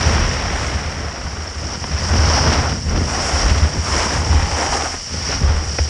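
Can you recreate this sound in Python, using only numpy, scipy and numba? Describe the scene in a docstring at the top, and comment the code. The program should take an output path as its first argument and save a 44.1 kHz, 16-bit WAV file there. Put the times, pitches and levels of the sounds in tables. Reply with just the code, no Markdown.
"""Ski edges carve turns through soft snow, crushing and shearing it in clumps.
Heard from a cased camera riding just above one ski: fine spray hisses on the case and rings it
near 5.5 kHz, and a few hard lumps knock. Bumps shake the ski and camera mount near 75 Hz,
and wind buffets the microphone."""
import sys
import numpy as np
from scipy import signal
from scipy.fft import rfft, irfft, next_fast_len
from scipy.io import wavfile
from scipy.ndimage import uniform_filter1d
from numba import njit

SR = 44100
rng = np.random.default_rng(int(sys.argv[2]) if len(sys.argv) > 2 else 0)


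def master_out(mix):
    """Clip the mix to full scale and print it as 16-bit PCM to the path in sys.argv[1]."""
    frames = np.transpose(np.atleast_2d(mix))
    ceiling = np.clip(frames, -1, 1)
    pcm = np.round(ceiling * 32767).astype(np.int16)
    wavfile.write(sys.argv[1], SR, pcm)


N = 259749
TIME_S = np.arange(N) / SR


def undb(db):
    return 10 ** (np.asarray(db) / 20)


def unit_rms(x):
    return x / np.sqrt(np.mean(x ** 2))


def power_sum(gains):
    """Joint gain of unrelated noises."""
    return np.sqrt(sum(np.square(g) for g in gains))


def curves(table):
    """Each column after time_s, interpolated linearly."""
    time_s, *columns = np.transpose(table)
    return [np.interp(TIME_S, time_s, column) for column in columns]


def swell(centre_s, half_s):
    """Gaussian hump of height 1."""
    out = np.zeros(N)
    near = slice(*np.searchsorted(TIME_S, [centre_s - 4 * half_s, centre_s + 4 * half_s]))
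    out[near] = np.exp(-((TIME_S[near] - centre_s) / half_s) ** 2)
    return out


def humps(table):
    """Joint gain of a row of swells."""
    return power_sum(undb(db) * swell(centre_s, half_s) for centre_s, half_s, db in table)


def fade(full_s, hold_s, rise_s_per_10db, fall_s_per_10db):
    """Rise, hold and fall, linear in dB."""
    before_s = np.maximum(full_s - TIME_S, 0)
    after_s = np.maximum(TIME_S - full_s - hold_s, 0)
    return undb(-10 * (before_s / rise_s_per_10db + after_s / fall_s_per_10db))


def strike(age_s, rise_s, t60_s):
    """Exponential attack and decay."""
    return (1 - np.exp(-age_s / rise_s)) * np.exp(-np.log(1000) * age_s / t60_s)


def drift(rate_hz):
    """Smooth random drift, rms 1."""
    steps = rng.standard_normal(N // 10)
    return unit_rms(np.interp(TIME_S * rate_hz, np.arange(len(steps)), steps))


def grains(rate_hz, spread_db):
    """Snow crystals break at random moments: many small, a few large."""
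    breaks = rng.random(N) < rate_hz / SR
    size = undb(spread_db * np.minimum(rng.exponential(size=N), 2 * np.e))
    return unit_rms(breaks * size * rng.choice([-1, 1], N))


def steady(x, span_s):
    """Hold rms 1 over the span, keeping faster flutter."""
    size = int(span_s * SR) + 1
    return x / np.sqrt(uniform_filter1d(uniform_filter1d(x ** 2, size), size) + 1e-12)


def colour(x, spectrum):
    """Minimum-phase filter from (freq_hz, gain_db) points."""
    size = next_fast_len(len(x) + 8192, True) * 2
    freq_hz, gain_db = np.transpose(spectrum)
    bins_hz = np.maximum(np.fft.rfftfreq(size, 1 / SR), 1)
    gain = undb(np.interp(np.log(bins_hz), np.log(freq_hz), gain_db))
    cepstrum = irfft(np.log(gain))
    cepstrum[1:size // 2] *= 2
    cepstrum[size // 2 + 1:] = 0
    return irfft(rfft(x, size) * np.exp(rfft(cepstrum)))[:len(x)]


def resonate(x, centre_hz, width_hz):
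    """Fixed resonance, peak gain 1."""
    return signal.lfilter(*signal.iirpeak(centre_hz, centre_hz / width_hz, fs=SR), x)


@njit
def sweep(x, centre_hz, width_hz):
    """Moving resonance, peak gain 1."""
    out, band_state, low_state = np.empty(len(x)), 0., 0.
    for i in range(len(x)):
        step, damping = np.tan(np.pi * centre_hz[i] / SR), width_hz / centre_hz[i]
        band = (band_state + step * (x[i] - low_state)) / (1 + step * (step + damping))
        band_state = 2 * band - band_state
        low_state += 2 * step * band
        out[i] = damping * band
    return out


# centre_s, half_s, drop_db
LIFT_OFFS = [(1.3, .015, 3), (1.52, .03, 2), (1.785, .016, 6), (2.825, .03, 9), (3.82, .025, 2),
             (5.035, .06, 12.5)]


def lift(share=1):
    """The skis go light and leave the snow: the gain dips by a share of drop_db."""
    drop_db = sum(db * swell(centre_s, half_s) for centre_s, half_s, db in LIFT_OFFS)
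    return undb(-share * drop_db)


# time_s, offset_db
GLIDE_PACE = [(0, -3), (1.0, -4.5), (1.5, -3), (2.1, -1.5), (2.8, -1.5), (3.7, .7), (5.1, 0), (5.89, -.5)]


def glide(full_speed_db):
    """Gain of the skis running flat; it follows their pace."""
    return undb(full_speed_db + curves(GLIDE_PACE)[0])


# time_s, level_db
AIRFLOW = [(0, -29), (.15, -26.5), (.75, -31.8), (1.05, -35), (1.45, -40.5), (1.7, -36), (2.25, -25.3),
           (2.55, -25), (2.78, -30), (3.02, -24.5), (3.15, -36), (3.45, -30.5), (3.9, -34), (4.3, -29),
           (4.65, -38), (4.95, -44), (5.14, -34.5), (5.5, -32), (5.89, -40)]
# centre_s, half_s, level_db
WIND_SLAPS = [(.078, .018, -18), (1.255, .01, -28), (1.752, .01, -26), (2.14, .03, -22), (2.49, .03, -23),
              (2.735, .012, -25), (2.85, .04, -27), (3.46, .015, -25), (3.78, .012, -25), (5.42, .012, -24)]
RUMBLE_GUSTS = [(.23, .1, -20), (.58, .05, -26), (.88, .08, -35), (1.24, .06, -37), (2.56, .08, -29),
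                (2.93, .08, -21), (3.2, .1, -32), (3.47, .07, -15.5), (3.98, .08, -28), (4.42, .06, -22),
                (4.72, .04, -29), (4.97, .08, -35), (5.51, .11, -22)]
# freq_hz, gain_db
EDDY_SPECTRUM = [(50, -25.5), (95, -3), (125, 1.5), (165, -1), (220, -4.5), (320, -20.5), (520, -19.5),
                 (1200, -58)]
RUMBLE_SPECTRUM = [(8, -28), (18, -7), (25, -3), (32, 0), (42, 7), (52, 3), (75, -10), (200, -75)]


def wind():
    """Eddies buffet the microphone, harder at jolts and slaps, over a deep gusting rumble."""
    airflow_db, = curves(AIRFLOW)
    # each jolt sweeps the microphone through the air
    thumps = humps([(start_s + .015, .035, peak_db - 22) for start_s, peak_db in MOUNT_JOLTS])
    turbulence = rng.standard_normal(N) * undb(2.6 * drift(70))
    eddies = steady(colour(turbulence, EDDY_SPECTRUM), span_s=.27)
    puffs = unit_rms(undb(1.6 * np.minimum(drift(32), 1)))
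    rumble = steady(colour(rng.standard_normal(N), RUMBLE_SPECTRUM), span_s=.12)
    eddy_gain = power_sum([undb(airflow_db) * lift(share=.35), thumps, humps(WIND_SLAPS)])
    rumble_gain = power_sum([undb(airflow_db - 8.5), humps(RUMBLE_GUSTS)])
    return eddies * puffs * eddy_gain + rumble * rumble_gain


# start_s, peak_db
MOUNT_JOLTS = [(.055, -8), (.135, -10.5), (.74, -14.5), (1.245, -20), (1.375, -21), (1.64, -19.5),
               (1.93, -11.5), (2.1, -9), (2.15, -11), (2.185, -7), (2.225, -9), (2.27, -10), (2.471, -8.5),
               (2.86, -16), (3.33, -11), (3.501, -7), (3.56, -10), (3.618, -5), (3.78, -12), (3.91, -14),
               (4.18, -12), (4.295, -6.5), (4.345, -5.5), (4.42, -11), (4.52, -15), (5.43, -7),
               (5.49, -7.5), (5.555, -13), (5.67, -17), (5.799, -8.5)]


def mount(pitch_hz=75, ground_db=-31.5):
    """The camera mount shudders with rough ground and rushing air; bumps set it swinging."""
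    airflow_db, = curves(AIRFLOW)
    ground = resonate(rng.standard_normal(N), pitch_hz, width_hz=81)
    shudder = steady(resonate(ground, pitch_hz, width_hz=17), span_s=.065) * undb(1.5 * drift(25))
    out = shudder * power_sum([undb(airflow_db + 6), undb(ground_db)]) * lift()
    swings_hz = pitch_hz * (1 + .025 * rng.standard_normal(len(MOUNT_JOLTS)))
    for (start_s, peak_db), swing_hz in zip(MOUNT_JOLTS, swings_hz):
        start = int(start_s * SR)
        span = slice(start, start + SR // 2)
        age_s = TIME_S[:len(out[span])]
        envelope = strike(age_s, rise_s=.015, t60_s=.17)
        envelope /= envelope.max()
        swing = undb(peak_db) * np.sin(2 * np.pi * swing_hz * age_s)
        out[span] = out[span] * (1 - envelope) + swing * envelope
    return out


# start_s, crack_db, crack_t60_s, thud_peak_db, thud_hz
HARD_LUMPS = [(.167, -24, .015, -21, 480), (1.840, -22.5, .02, -38, 520), (2.372, -24.5, .025, -29, 760),
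              (2.468, -21, .018, -22, 520), (2.724, -25, .03, -32, 520), (2.961, -27, .025, -19, 250),
              (2.976, -24, .014, -17, 190), (3.017, -27, .01, -13, 240), (3.460, -28, .015, -19, 300),
              (3.508, -24, .018, -34, 520), (4.514, -23, .026, -30, 520), (4.663, -21, .037, -22, 420),
              (4.724, -24, .03, -20, 700), (4.821, -22, .023, -25, 520), (4.941, -27, .04, -25, 400),
              (5.786, -15.8, .034, -16, 440)]
# freq_hz, gain_db
CRACK_SPECTRUM = [(80, -27), (250, -5.5), (500, 2), (850, 2), (1400, -4), (2200, -6.5), (3300, -12),
                  (4200, -19), (5600, -4), (7000, -45), (12000, -68)]


def knocks():
    """A hard lump crumbles with a short crack; the struck ski thuds."""
    out = np.zeros(N + SR)
    age_s = TIME_S[:SR // 10]
    for start_s, crack_db, crack_t60_s, thud_peak_db, thud_hz in HARD_LUMPS:
        thud = strike(age_s, rise_s=.002, t60_s=.018) * np.sin(2 * np.pi * thud_hz * age_s)
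        crumble = strike(age_s, rise_s=.00037, t60_s=crack_t60_s) * rng.standard_normal(len(age_s))
        crack = colour(crumble, CRACK_SPECTRUM)
        crack /= crack[age_s < .006].std()
        start = int(start_s * SR)
        out[start:start + len(age_s)] += undb(crack_db) * crack + undb(thud_peak_db) * thud / thud.max()
    return out[:N]


# centre_s, half_s, level_db
SKI_LANDINGS = [(2.14, .035, -28), (2.99, .07, -24), (3.65, .015, -26), (3.76, .02, -26), (4.35, .03, -27),
                (5.14, .02, -33)]
# freq_hz, gain_db
PACKING_SPECTRUM = [(80, -24), (150, -2), (210, 1), (320, -2), (420, -8), (650, -24), (1500, -55)]


def landings():
    """Weight comes down on a ski and packs the snow with a dull, lumpy thump."""
    packing = colour(grains(rate_hz=900, spread_db=2.5), PACKING_SPECTRUM)
    return steady(packing, span_s=.04) * humps(SKI_LANDINGS)


# centre_s, half_s, level_db
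CRUST_PATCHES = [(.333, .008, -29), (2.168, .008, -29), (2.535, .012, -23), (2.70, .012, -30),
                 (2.963, .01, -35), (3.502, .012, -26.5), (3.583, .008, -27), (3.955, .012, -30),
                 (4.138, .012, -29), (4.74, .009, -26.5), (4.822, .008, -32), (5.135, .02, -37)]
# freq_hz, gain_db
CRUST_SPECTRUM = [(600, -20), (1400, -5), (2100, -1), (3000, 0), (4000, -6), (5600, -3), (6500, -12),
                  (9000, -18), (12000, -58)]


def scuffs():
    """An edge catches crust in a brief, bright rasp."""
    rasp = colour(grains(rate_hz=5000, spread_db=2), CRUST_SPECTRUM)
    return steady(rasp, span_s=.02) * humps(CRUST_PATCHES)


# peak_s, rise_s_per_10db, fall_s_per_10db, ring_db, powder_db
SNOW_PLUMES = [(.01, .03, .65, -24.3, -37.5), (.64, .18, .22, -35, -39.5), (1.72, .12, .08, -31, -47),
               (2.04, .14, .25, -30.5, -40), (2.36, .3, .3, -19.4, -35.5), (2.56, .08, .06, -26.5, -41.5),
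               (3.16, .15, .25, -25.8, -34.3), (3.28, .05, .08, -32, -36), (3.41, .25, .2, -23, -34),
               (3.98, .17, .22, -22.3, -30.8), (4.13, .04, .04, -28, -35), (4.3, .08, .14, -29.5, -43),
               (4.6, .2, .2, -25.8, -34), (4.74, .1, .27, -25.5, -33.5), (5.33, .22, .1, -23, -38),
               (5.8, .2, .25, -27, -40.5)]
# freq_hz, gain_db
CASE_SPECTRUM = [(1800, -18), (2600, -18.5), (3000, -13.5), (3450, -21), (3900, -23), (4250, -17),
                 (4650, -10.5), (5050, -5), (5400, -1.5), (5700, .6), (5950, -7.5), (6250, -17.5),
                 (7000, -32), (9000, -48)]
POWDER_SPECTRUM = [(4500, -43), (6200, 6.5), (7000, 4), (8000, 0.5), (9000, -4.5), (9900, -10.5),
                   (10900, -12.5), (11500, -28), (12300, -62)]


def spray():
    """Thrown crystals ring the camera case; the finest powder hisses above the ring."""
    plume_ring, plume_powder = power_sum(np.outer(undb(levels_db), fade(peak_s, 0, rise, fall))
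                                         for peak_s, rise, fall, *levels_db in SNOW_PLUMES)
    flurries = undb(.61 * drift(40) + drift(250))
    crystals = flurries * grains(rate_hz=9000, spread_db=2)
    ring = steady(colour(crystals, CASE_SPECTRUM), span_s=.14)
    powder = undb(drift(45)) * grains(rate_hz=25000, spread_db=3.7)
    hiss = unit_rms(colour(powder, POWDER_SPECTRUM))
    ring_gain = power_sum([plume_ring, glide(-31)])
    hiss_gain = power_sum([plume_powder, glide(-43.5)])
    return (ring * ring_gain + hiss * hiss_gain) * lift(share=.08)


# centre_s, half_s, level_db
SNOW_HEAPS = [(.12, .1, -28), (.63, .12, -32), (1.0, .025, -31), (1.44, .04, -39), (1.67, .07, -38),
              (2.18, .08, -28.5), (2.5, .08, -27), (2.76, .06, -34), (2.96, .07, -28.5), (3.15, .1, -32),
              (3.6, .08, -32), (3.76, .02, -28), (4.25, .2, -32), (5.14, .02, -32), (5.45, .1, -36)]
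# freq_hz, gain_db
SOFT_SNOW_SPECTRUM = [(100, -23), (180, -10), (240, 1), (340, -3), (480, -2.5), (600, -5), (900, -18),
                      (2000, -53)]


def bases(carve_plough):
    """The flat of the skis presses soft snow down in small, lumpy collapses."""
    gain = power_sum([carve_plough, glide(-38), humps(SNOW_HEAPS)])
    collapses = undb(1.8 * drift(110)) * grains(rate_hz=2500, spread_db=2.5)
    return steady(colour(collapses, SOFT_SNOW_SPECTRUM), span_s=.12) * gain * lift()


# full_s, hold_s, rise_s_per_10db, fall_s_per_10db, scrape_db, grit_db, pressure_0_to_1, ski_hz
EDGE_BITES = [(.01, .13, .03, .8, -25.3, -25.8, .05, 900), (.56, .1, .12, .35, -32, -32, .25, 700),
              (1.05, .12, .06, .35, -35, -49, .4, 700), (1.35, .12, .2, .15, -40, -47, .1, 700),
              (1.68, .07, .12, .02, -33, -42, .3, 650), (1.92, .06, .04, .1, -36, -35, .1, 800),
              (2.13, .03, .1, .03, -29, -31, .2, 800), (2.29, .07, .27, .04, -22.8, -28.5, .2, 900),
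              (2.37, .018, .015, .02, -19.8, -36, .7, 820), (2.46, .12, .1, .09, -21, -26.7, .2, 900),
              (2.64, .022, .04, .08, -26, -35, .3, 800), (2.89, .08, .04, .06, -33, -37, .1, 800),
              (3.15, .12, .15, .2, -25.4, -30.8, .55, 700), (3.36, .14, .12, .2, -25.3, -28.6, .25, 790),
              (3.62, .03, .04, .05, -33, -33, .1, 790), (3.97, .05, .13, .1, -20.5, -26, .5, 1100),
              (4.11, .04, .04, .1, -24.7, -30, .4, 900), (4.35, .08, .14, .12, -26.5, -29, 1, 850),
              (4.59, .05, .1, .08, -20.8, -28.5, .8, 780), (4.72, .03, .03, .07, -20.5, -29.5, .9, 800),
              (4.8, .05, .05, .06, -26.5, -33, .7, 780), (4.93, .02, .04, .04, -33, -35, .4, 800),
              (5.3, .04, .07, .05, -27, -29, .15, 820), (5.45, .07, .05, .16, -28.7, -33, .2, 750)]


def carving():
    """Scrape, grit and plough gains, then pressure and pitch curves; a ski on edge ploughs less."""
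    gains, loads = [], []
    for full_s, hold_s, rise, fall, scrape_db, grit_db, pressure, ski_hz in EDGE_BITES:
        plough_db = scrape_db - 4.2 - 4 * pressure
        gains.append(np.outer(undb([scrape_db, grit_db, plough_db]), fade(full_s, hold_s, rise, fall)))
        loads.append((full_s + hold_s / 2, pressure, ski_hz))
    return power_sum(gains), curves(loads)


# freq_hz, gain_db
CRUSH_SPECTRUM = [(200, -41.5), (400, -12.5), (560, -4), (700, -2.5), (1080, -3), (1400, -3.5),
                  (1750, -11.5), (2400, -17.5), (4000, -50.5)]
GRIT_SPECTRUM = [(700, -17.5), (1400, -4.5), (1900, 0.5), (2500, -5.5), (3000, -6.5), (3800, -12),
                 (4600, -15.5), (7000, -65)]


def edges(carve_scrape, carve_grit, pressure, ski_hz):
    """Snow packs and shears off in clumps; the loaded ski rings hollow, shifting pitch as it bends."""
    clumps = undb(drift(45) + 1.42 * drift(260))
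    crush = steady(colour(clumps * grains(rate_hz=4500, spread_db=2), CRUSH_SPECTRUM), span_s=.064)
    grit = steady(colour(clumps * grains(rate_hz=7000, spread_db=1.5), GRIT_SPECTRUM), span_s=.044)
    ski_drive = colour(clumps * grains(rate_hz=3000, spread_db=0), CRUSH_SPECTRUM)
    hollow = steady(sweep(ski_drive, ski_hz, width_hz=120.), span_s=.042)
    # pressure shifts scrape energy into the ski's resonance
    hollow_gain = undb(1) * pressure
    scrape = (crush + hollow_gain * hollow) / np.sqrt(1 + hollow_gain ** 2) * undb(.8 * drift(22))
    scrape_gain = power_sum([carve_scrape, glide(-39.5), undb(-7.5) * humps(SNOW_HEAPS)])
    grit_gain = power_sum([carve_grit, glide(-38)])
    return (scrape * scrape_gain + grit * grit_gain) * lift(share=.5)


def scene():
    """One microphone, direct sound only: open snow gives no echo."""
    (scrape, grit, plough), (pressure, ski_hz) = carving()
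    snow = edges(scrape, grit, pressure, ski_hz) + bases(plough) + landings() + scuffs() + spray()
    return (snow + mount() + wind() + knocks())[None]


def record(dry):
    """The camera rounds the largest peaks and cuts the top."""
    drive, cutoff_hz = .6, 12200
    lowpass = signal.ellip(8, .2, 70, cutoff_hz, fs=SR, output="sos")
    return signal.sosfilt(lowpass, np.tanh(drive * dry) / drive)


dry = scene()
out = record(dry)
master_out(out)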